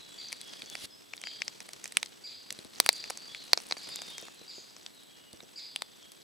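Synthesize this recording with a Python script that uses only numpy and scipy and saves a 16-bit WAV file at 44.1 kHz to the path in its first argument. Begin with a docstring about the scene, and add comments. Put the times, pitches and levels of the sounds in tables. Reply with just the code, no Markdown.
"""Caterpillar droppings on dry leaves

Pellets fall from the canopy and tick on the leaf litter close to a camera microphone. Each rings
one leaf for a few milliseconds; the nearest overload the input. Farther off, a bird repeats a thin
call and others whistle, smeared by the forest, over a faint rustle."""
import sys
import numpy as np
from scipy import signal
from scipy.fft import rfft, irfft
from scipy.io import wavfile
from scipy.ndimage import uniform_filter1d

SR = 44100
rng = np.random.default_rng(int(sys.argv[2]) if len(sys.argv) > 2 else 0)


def master(y):
    """Save y as 16-bit WAV."""
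    cut = np.clip(np.atleast_2d(y).T, -1, 1)
    pcm = np.round(cut * 32767)  # scale
    wavfile.write(sys.argv[1], SR, pcm.astype(np.int16))


N = 274729
TIME = np.arange(N) / SR

# how much the litter stirs, riding the rustle, far patter and crackle: t/s, level/dB
LITTER_STIR = [(0, -56), (.6, -52.5), (.85, -53), (.875, -60.5), (1.1, -60.5), (1.3, -55.5), (2.05, -55.5),
               (2.42, -61.5), (2.52, -56), (2.63, -53.5), (2.69, -58), (2.78, -50), (3.2, -54), (3.95, -50),
               (4.22, -52), (4.3, -57.5), (5.1, -61), (6.23, -60.5)]


def near_pellets(crunch_max_s=0.0021, punch_db=8, size=256):
    """A pellet strikes the modes of one leaf: light ones crunch first, hard ones punch straight through."""
    # hits: t/s, strength/dB, leaf ring f/Hz, ring Q, curl/dB, flex/dB, crack/dB, left-right/dB
    # (curl, flex and crack are relative to the ring)
    hits = [(.286, -9, 5970, 5.5, -13, -34, -29, 0), (.3215, -16.5, 6500, 1.5, 8.5, -8, 6, 5),
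            (0.3283, -0.5, 4430, 2.2, 2, -15.5, -4, 2.5), (0.4143, -6.5, 4000, 2.4, -8, -34, -3.5, 1),
            (.5361, -8.5, 3640, 1.24, -15, -14, -16, -2), (0.6206, 2, 3530, 3.7, -8.5, -38, -22, 0),
            (0.7, -13, 6700, 0.69, -16, -13, -6, 2), (0.7535, -3, 4500, 2.6, 2, -6, -8, -3.5),
            (1.1363, -10, 5500, 4.5, 10, -5.5, -21, 5), (1.168, -18, 6490, 0.97, -22, -5, 2, -2),
            (1.1784, -4.5, 3860, 3.4, -12, -27, -31, 0), (1.216, -7, 6200, 5.3, -6, -25, -6.5, -2),
            (1.2386, -6.5, 3450, 1.9, 5, -10.5, -28, 8), (1.2714, -8, 5150, 4.2, 7, -9, -28, 6),
            (1.4197, 4.5, 5000, 3.2, 1.5, -14.5, -27, 6), (1.4805, 2, 5130, 2.2, -5.5, -14, -32, 4),
            (1.6047, -7.5, 5530, 4, -1.5, -8.5, -6.5, -1), (1.6907, -12, 3720, 1.8, -1, -6.5, -2, -3),
            (1.7344, -11, 5400, 0.62, -15, -31, -31, 1), (1.8422, -4.5, 6350, 2.3, -2.5, -21, -2.5, 1.5),
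            (1.8574, -6.5, 5730, 1.2, 1, -10.5, -19, -3), (1.8783, -14, 6600, 0.67, -16, -23, -26, -2),
            (1.923, -11, 4180, 1.6, 2, -13, 2, -2.5), (1.9705, 12, 2800, 1.02, -1.5, -18.5, -0.5, -1.5),
            (2.0299, 0.5, 3740, 0.83, 0, -7.5, -5, -3.5), (2.061, -10, 4670, 0.98, -16, -24, -28, 3),
            (2.506, -2.5, 4040, 0.67, -19, -22, -36, .5), (2.5261, -6, 8140, 1.3, -9, -22, -10, -1),
            (2.59, -6, 4070, 3.8, -11, -20, -11, 1), (2.6482, -9, 4180, 4.5, -15, -13, -9.5, 3),
            (2.8013, 18, 4140, 1.7, -6, -5.5, -4.5, 0.5), (2.863, 2, 2800, 0.39, -17, -0.5, 4, 1.5),
            (2.8906, 22, 4330, 2.94, -6, -9, -12.5, 1), (2.9298, -3, 8300, 2.1, -12, -27, -25, -5),
            (3.0408, -4, 4640, 2.3, 0, -16, -33, 2), (3.1011, -2.5, 5950, 1.4, -6, -5.5, 0, -2.5),
            (3.105, -4.5, 5950, 1.35, 2.5, 7, 2.5, -2.5), (3.1745, -8.5, 6400, 0.99, -6.5, -5, -32, -3),
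            (3.3483, -6.5, 3350, 2.4, 6, -15, -14.5, -1), (3.5326, 24, 4420, 3.6, -9, -10, -21.5, 1),
            (3.5755, 8, 4850, 2.5, -14, -5.5, -37, 0.5), (3.6024, -6.5, 5460, 4.7, -10, -12, -14, -4),
            (3.7114, 5.5, 4400, 2.3, -6.5, -5.5, -38, -1), (3.7234, 13, 4200, 4.3, -10, -12, -25, 1),
            (3.7689, -16.5, 5010, 3.5, 3, 9, -11, -1), (3.8902, -14, 3040, 2.6, 2, 1.5, 2, -3),
            (3.9595, -3.5, 7500, 1.1, -5.5, -25, -26, 1), (3.9905, -11.5, 3200, 1.3, -13, -2, -28, -2),
            (4.0193, -9, 4630, 0.67, -6, -3, -31, 3), (4.182, -5, 6160, 1.5, -4, -7, -42, 0),
            (4.284, -20.5, 4400, 1.6, -7, 14, -6, 0), (4.7657, -10, 5570, 4, -8.5, -9, -27, 2),
            (4.864, -3, 3900, 1.66, -27, -15, -17.5, 0), (5.331, -12.5, 4230, 2.6, -16, -20, -5.5, -1),
            (5.4052, -11.5, 3700, 3.3, -7, -5, -25, -2), (5.7611, 7.5, 3210, 2.2, -22, -16, -11, .5),
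            (5.8211, 3, 3700, 1.8, -6.5, -2, -8, 1.5), (6.1198, -18, 5700, .76, -18, -14, 4.5, -1)]
    curl, flex = mode(hz=2374, q=1.92), mode(hz=733, q=0.77)  # modes that all leaves share
    crack, snap = mode(hz=9370, q=4), mode(hz=13400, q=4)
    soft_contact = signal.butter(2, (170, 10500), "bandpass", fs=SR, output="sos")  # soft pellet, small leaf
    lead_s = np.arange(size)[::-1] / SR  # time left until the blow
    out = np.zeros((2, N))
    for start, db, ring_hz, q, curl_db, flex_db, crack_db, pan_db in hits:
        leaf = mode(ring_hz, q) + amp(curl_db) * curl - amp(flex_db) * flex  # blade swings against curl
        leaf = signal.sosfilt(soft_contact, leaf) + amp(crack_db) * crack
        leaf += amp(crack_db - 19.5 + 0.99 * (db + flex_db)) * snap  # harder blows are shorter, so brighter
        crunch_s = crunch_max_s / (1 + amp(db - punch_db))
        blow = 35 * crunch_s * rng.standard_normal(size) * (lead_s < crunch_s)  # longer crunch, more weight
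        blow[-1] = 1
        tick = signal.fftconvolve(leaf, blow / np.linalg.norm(blow))
        tick = among_leaves(tick, near_db=-10.5, near_t60=0.0089, far_db=-17.5, far_t60=0.043)
        add(out, start - lead_s[0], amp(db) * panned(tick, pan_db))
    return out


def far_patter(per_s=85, relative_db=-8.5, leaves=24):
    """Far pellets on many different leaves, dulled by distance, louder where the litter stirs."""
    out = np.zeros((2, N))
    for pitch, body, side in rng.random((leaves, 3)):
        leaf = mode(hz=2900 * 2.1 ** pitch, q=3.0) + 0.28 * body * mode(hz=900 * 2.5 ** body, q=1.5)
        tick = among_leaves(leaf, near_db=-14, near_t60=0.008, far_db=-10, far_t60=0.05)
        out += sprinkle(panned(tick, db=8 * (side - 0.5)), per_s / leaves, spread_db=6)
    return amp(relative_db) * unit(out) * envelope(LITTER_STIR)


def crackle(per_s=40, relative_db=-14.5):
    """Tiny brittle snaps, crowding together where the litter stirs most."""
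    stir = envelope(LITTER_STIR)
    snap = among_leaves(mode(hz=9400, q=2.8), near_db=-9, near_t60=0.0069, far_db=-14, far_t60=0.05)
    snaps = sprinkle(snap, per_s * unit(stir), spread_db=5.5)
    return amp(relative_db) * unit(snaps) * stir


def settling_leaves():
    """Loose leaves settle with soft, low knocks."""
    # knocks: t/s, level/dB, f/Hz
    knocks = [(0.633, -13, 304), (.84, -9.5, 200), (2.518, -11, 328), (2.589, -9.5, 265), (2.65, -7.5, 255),
              (3.878, -13.5, 220), (4.227, -7, 413), (4.414, -12, 332), (4.581, -10, 380), (5.336, -9, 260),
              (5.431, -10, 350)]
    muffle = signal.butter(4, 650, fs=SR, output="sos")
    out = np.zeros((2, N))
    for start, db, hz in knocks:
        knock = signal.sosfilt(muffle, mode(hz, q=0.42))
        add(out, start, amp(db) * among_leaves(knock, near_db=-5, near_t60=0.11, far_db=0, far_t60=0.055))
    return out


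def calling_bird():
    """A thin, raspy tone flicks up and slides down, with faint partials at 0.5 and 1.5 times its pitch."""
    # calls: t/s, level/dB, top f/Hz
    calls = [(.178, -44, 4723), (1.247, -43.5, 4900), (2.235, -44, 4894), (2.28, -49.5, 4905),
             (2.845, -47, 4750), (2.93, -43, 4797), (3.763, -49.5, 4660), (3.815, -45.5, 4970),
             (3.9, -44, 4920), (4.475, -45.5, 4936), (5.556, -42.5, 4970)]
    # pitch arch of one call: t/s, share of the top pitch
    arch_points = [(0, .83), (.005, .96), (.01, 1), (.018, .99), (.025, .93), (.033, .82), (.042, .62)]
    t = np.arange(0, arch_points[-1][0], 1 / SR)
    arch = np.interp(t, *np.transpose(arch_points))
    swell = arch ** 2 * signal.windows.tukey(len(t), 0.2)  # loudest at the top of the arch
    voice = np.zeros(N)
    for start, db, top_hz in calls:
        rasp = 0.036 * abs(waver(len(t), size=45))  # quick, uneven sags in pitch
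        phase = 2 * np.pi * np.cumsum(top_hz * arch * (1.035 - rasp)) / SR
        partials = amp(-17.5) * np.sin(0.5 * phase) + amp(-16) * np.sin(1.5 * phase)
        tone = np.sin(phase) + partials * waver(len(t), size=70)
        add(voice, start, amp(db) * unit(tone * swell))
    return forest_reverb(voice, direct_db=-9)


def whistling_birds(held_buzz=0.0017, buzz_per_slide=0.26):
    """Glides from deep among the trees: held notes are pure, slurred ones buzz."""
    # notes: t/s, length/s, start f/Hz, end f/Hz, level/dB
    notes = [(0, 0.028, 4030, 3730, -54), (0, 0.25, 3364, 3442, -61.5), (.08, 0.069, 7930, 7380, -61.5),
             (0.391, 0.11, 3396, 3320, -55.5), (.413, .17, 5200, 4850, -62.5), (.6, .067, 4580, 4480, -57),
             (.667, 0.058, 3456, 3336, -51.5), (0.902, 0.024, 5140, 5090, -54.5),
             (1.026, .11, 3380, 3600, -66), (1.18, 0.18, 3100, 3267, -57.5), (3.15, 0.13, 4530, 4770, -54),
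             (3.279, 0.03, 3430, 3370, -51), (3.31, 0.13, 4820, 3630, -55), (3.875, 0.1, 3640, 3663, -52),
             (4.06, 0.057, 3652, 3656, -52), (4.098, 0.037, 3287, 3215, -51.5),
             (4.203, .095, 6740, 7100, -63.5), (4.227, .043, 2737, 2550, -61),
             (4.344, 0.12, 4080, 3840, -63.5), (4.514, 0.1, 7100, 6470, -58.5),
             (4.926, 0.089, 4080, 3760, -63.5), (5.051, 0.063, 3410, 3230, -65.5),
             (5.122, 0.19, 2907, 2880, -69.5), (5.659, .27, 3456, 3490, -64.5),
             (5.983, 0.06, 3420, 3125, -60.5)]
    voice = np.zeros(N)
    for start, length_s, start_hz, end_hz, db in notes:
        length = round(length_s * SR)
        buzz = held_buzz + buzz_per_slide * abs(end_hz / start_hz - 1)
        wobble = waver(length, size=90) + waver(length, size=400)
        hz = np.linspace(start_hz, end_hz, length) * (1 + buzz * wobble)
        husky_flutter = 1 + 0.4 * waver(length, size=60)
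        note = np.sin(2 * np.pi * np.cumsum(hz) / SR) * husky_flutter
        add(voice, start, amp(db) * unit(note * signal.windows.tukey(length, 0.3)))
    return forest_reverb(voice, direct_db=-6, decay_speed=1.47)


def rustle(flicker_db=3):
    """The stirring litter gives a faint, flickering wash."""
    # colour of the rustle: f/Hz, density/dB
    colour = [(60, -11), (200, 9), (500, 6.5), (1200, 1), (2500, 0.5), (4500, 2), (7000, -3.5),
              (10000, -11.5), (12500, -19), (16000, -26)]
    return stereo_noise(colour) * envelope(LITTER_STIR) * amp(flicker_db * waver(N, size=300))


def hiss(peak_s=0.856, peak_db=-40.5, swell_db_per_s=164, cut_db_per_s=4400):
    """One bright hiss swells and stops short."""
    # colour of the hiss: f/Hz, density/dB
    colour = [(200, -1), (1500, -1), (4200, 12), (7000, 1), (10500, 3.5), (12200, -5), (16000, -20)]
    since = TIME - peak_s
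    return stereo_noise(colour) * amp(peak_db + np.minimum(swell_db_per_s * since, -cut_db_per_s * since))


def still_air(db=-59.5):
    """A steady, quiet bed of forest air."""
    # colour of the air: f/Hz, density/dB
    colour = [(18, -29), (30, -32), (95, 2), (287, 9.5), (512, 6.5), (1500, -4), (2480, -7.5), (3310, 0.5),
              (3980, -2), (7270, -22), (8080, -17), (8740, -9.5), (14800, -13), (16000, -29)]
    return amp(db) * stereo_noise(colour)


def camera_whine(hz=7800, db=-69):
    """The camera gives off one thin, steady tone."""
    return amp(db) * unit(np.sin(2 * np.pi * hz * TIME))


def among_leaves(tick, near_db, near_t60, far_db, far_t60):
    """Neighbouring leaves throw a tick back at once; the litter around adds a short tail."""
    near = np.roll(scatter(near_t60), round(0.0005 * SR), axis=1)
    paths = amp(near_db) * near + amp(far_db) * scatter(far_t60)
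    paths[:, 0] += 1  # the direct sound
    return signal.fftconvolve(tick[None], paths, axes=1)


def forest_reverb(voice, direct_db, decay_speed=1.0):
    """Trunks and foliage return a long diffuse tail, each band dying at its own speed."""
    # decay of the forest: f/Hz, t60/s at decay_speed 1
    decay_times = [(500, 0.11), (3200, 1), (4900, 0.83), (9000, 0.36)]
    hz, t, bands = signal.stft(rng.standard_normal((3, SR)), SR, nperseg=256)
    fade = amp(-60 * decay_speed * t / at_hz(decay_times, hz)[:, None])
    tails = signal.istft(bands * fade, SR, nperseg=256)[1]
    tails = tails[:2] + 2.9 * tails[2]  # mostly the same echoes reach both ears
    tails /= np.linalg.norm(tails, axis=1, keepdims=True)
    return amp(direct_db) * voice + signal.fftconvolve(voice[None], tails, axes=1)[:, :N]


def scatter(t60, size=4096):
    """A short stereo spray of reflections, of energy 1 a side."""
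    spray = rng.standard_normal((2, size)) * amp(-60 * np.arange(size) / SR / t60)
    return spray / np.linalg.norm(spray, axis=1, keepdims=True)


def mode(hz, q, size=2048):
    """The ping of a heavily damped resonance, applied twice for a soft start and steep skirts."""
    f = np.fft.rfftfreq(size, 1 / SR) + 1
    return irfft(1 / (1 + 1j * q * (f / hz - hz / f)) ** 2)


def sprinkle(tick, per_s, spread_db):
    """Triggers a stereo tick at random times, mostly softly, now and then harder."""
    triggers = rng.random(N) < per_s / SR
    strength = amp(spread_db * np.minimum(rng.exponential(1, N), 3))
    return signal.oaconvolve((triggers * strength)[None], tick, axes=1)[:, :N]


def stereo_noise(colour):
    """Coloured noise, wide in the low mids and centred in the treble."""
    # stereo image: f/Hz, left-right correlation
    likeness = [(40, 0.034), (150, -0.53), (300, -0.61), (600, -0.69), (1200, -0.39), (3000, .55),
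                (8000, 0.97), (15000, 1)]
    hz = np.fft.rfftfreq(N, 1 / SR)
    left, other = rfft(rng.standard_normal((2, N)))
    same = np.clip(at_hz(likeness, hz), -1, 1)
    right = same * left + np.sqrt(1 - same ** 2) * other
    return unit(irfft(np.array([left, right]) * amp(at_hz(colour, hz)), N))


def waver(length, size):
    """Random wobble of rms 1, smoothed over size samples."""
    return unit(uniform_filter1d(rng.standard_normal(length), size=size))


def amp(db):
    """Decibels to gain."""
    return 10 ** (np.asarray(db) / 20)


def unit(x):
    """Scales to rms 1."""
    return x / np.sqrt(np.mean(x ** 2) + 1e-20)


def at_hz(points, hz):
    """Reads a curve on a log-frequency axis."""
    f, value = np.transpose(points)
    return np.interp(np.log(hz + 1), np.log(f), value)


def envelope(curve):
    """A fader ride (t/s, level/dB) as a gain for each sample."""
    return amp(np.interp(TIME, *np.transpose(curve)))


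def panned(x, db):
    """Places a sound by its left-right level difference."""
    return x * amp([[db / 2], [-db / 2]])


def add(mix, start_s, sound):
    """Mixes a sound in at start_s."""
    part = mix[..., max(round(start_s * SR), 0):][..., :sound.shape[-1]]
    part += sound[..., :part.shape[-1]]


def scene():
    """Ticking leaves in front, birds behind them, a quiet bed underneath."""
    leaves = near_pellets() + far_patter() + crackle() + settling_leaves()
    birds = calling_bird() + whistling_birds()
    bed = rustle() + hiss() + still_air() + camera_whine()
    return leaves + birds + bed


def record(dry, ceiling=0.95, cutoff_hz=16700):
    """The nearest ticks overload the input; a steep low-pass trims the very top."""
    clipped = np.clip(dry, -ceiling, ceiling)
    lowpass = signal.firwin(255, cutoff_hz, window=("kaiser", 9), fs=SR)
    return signal.oaconvolve(clipped, lowpass[None], "same", axes=1)


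dry = scene()
out = record(dry)
master(out)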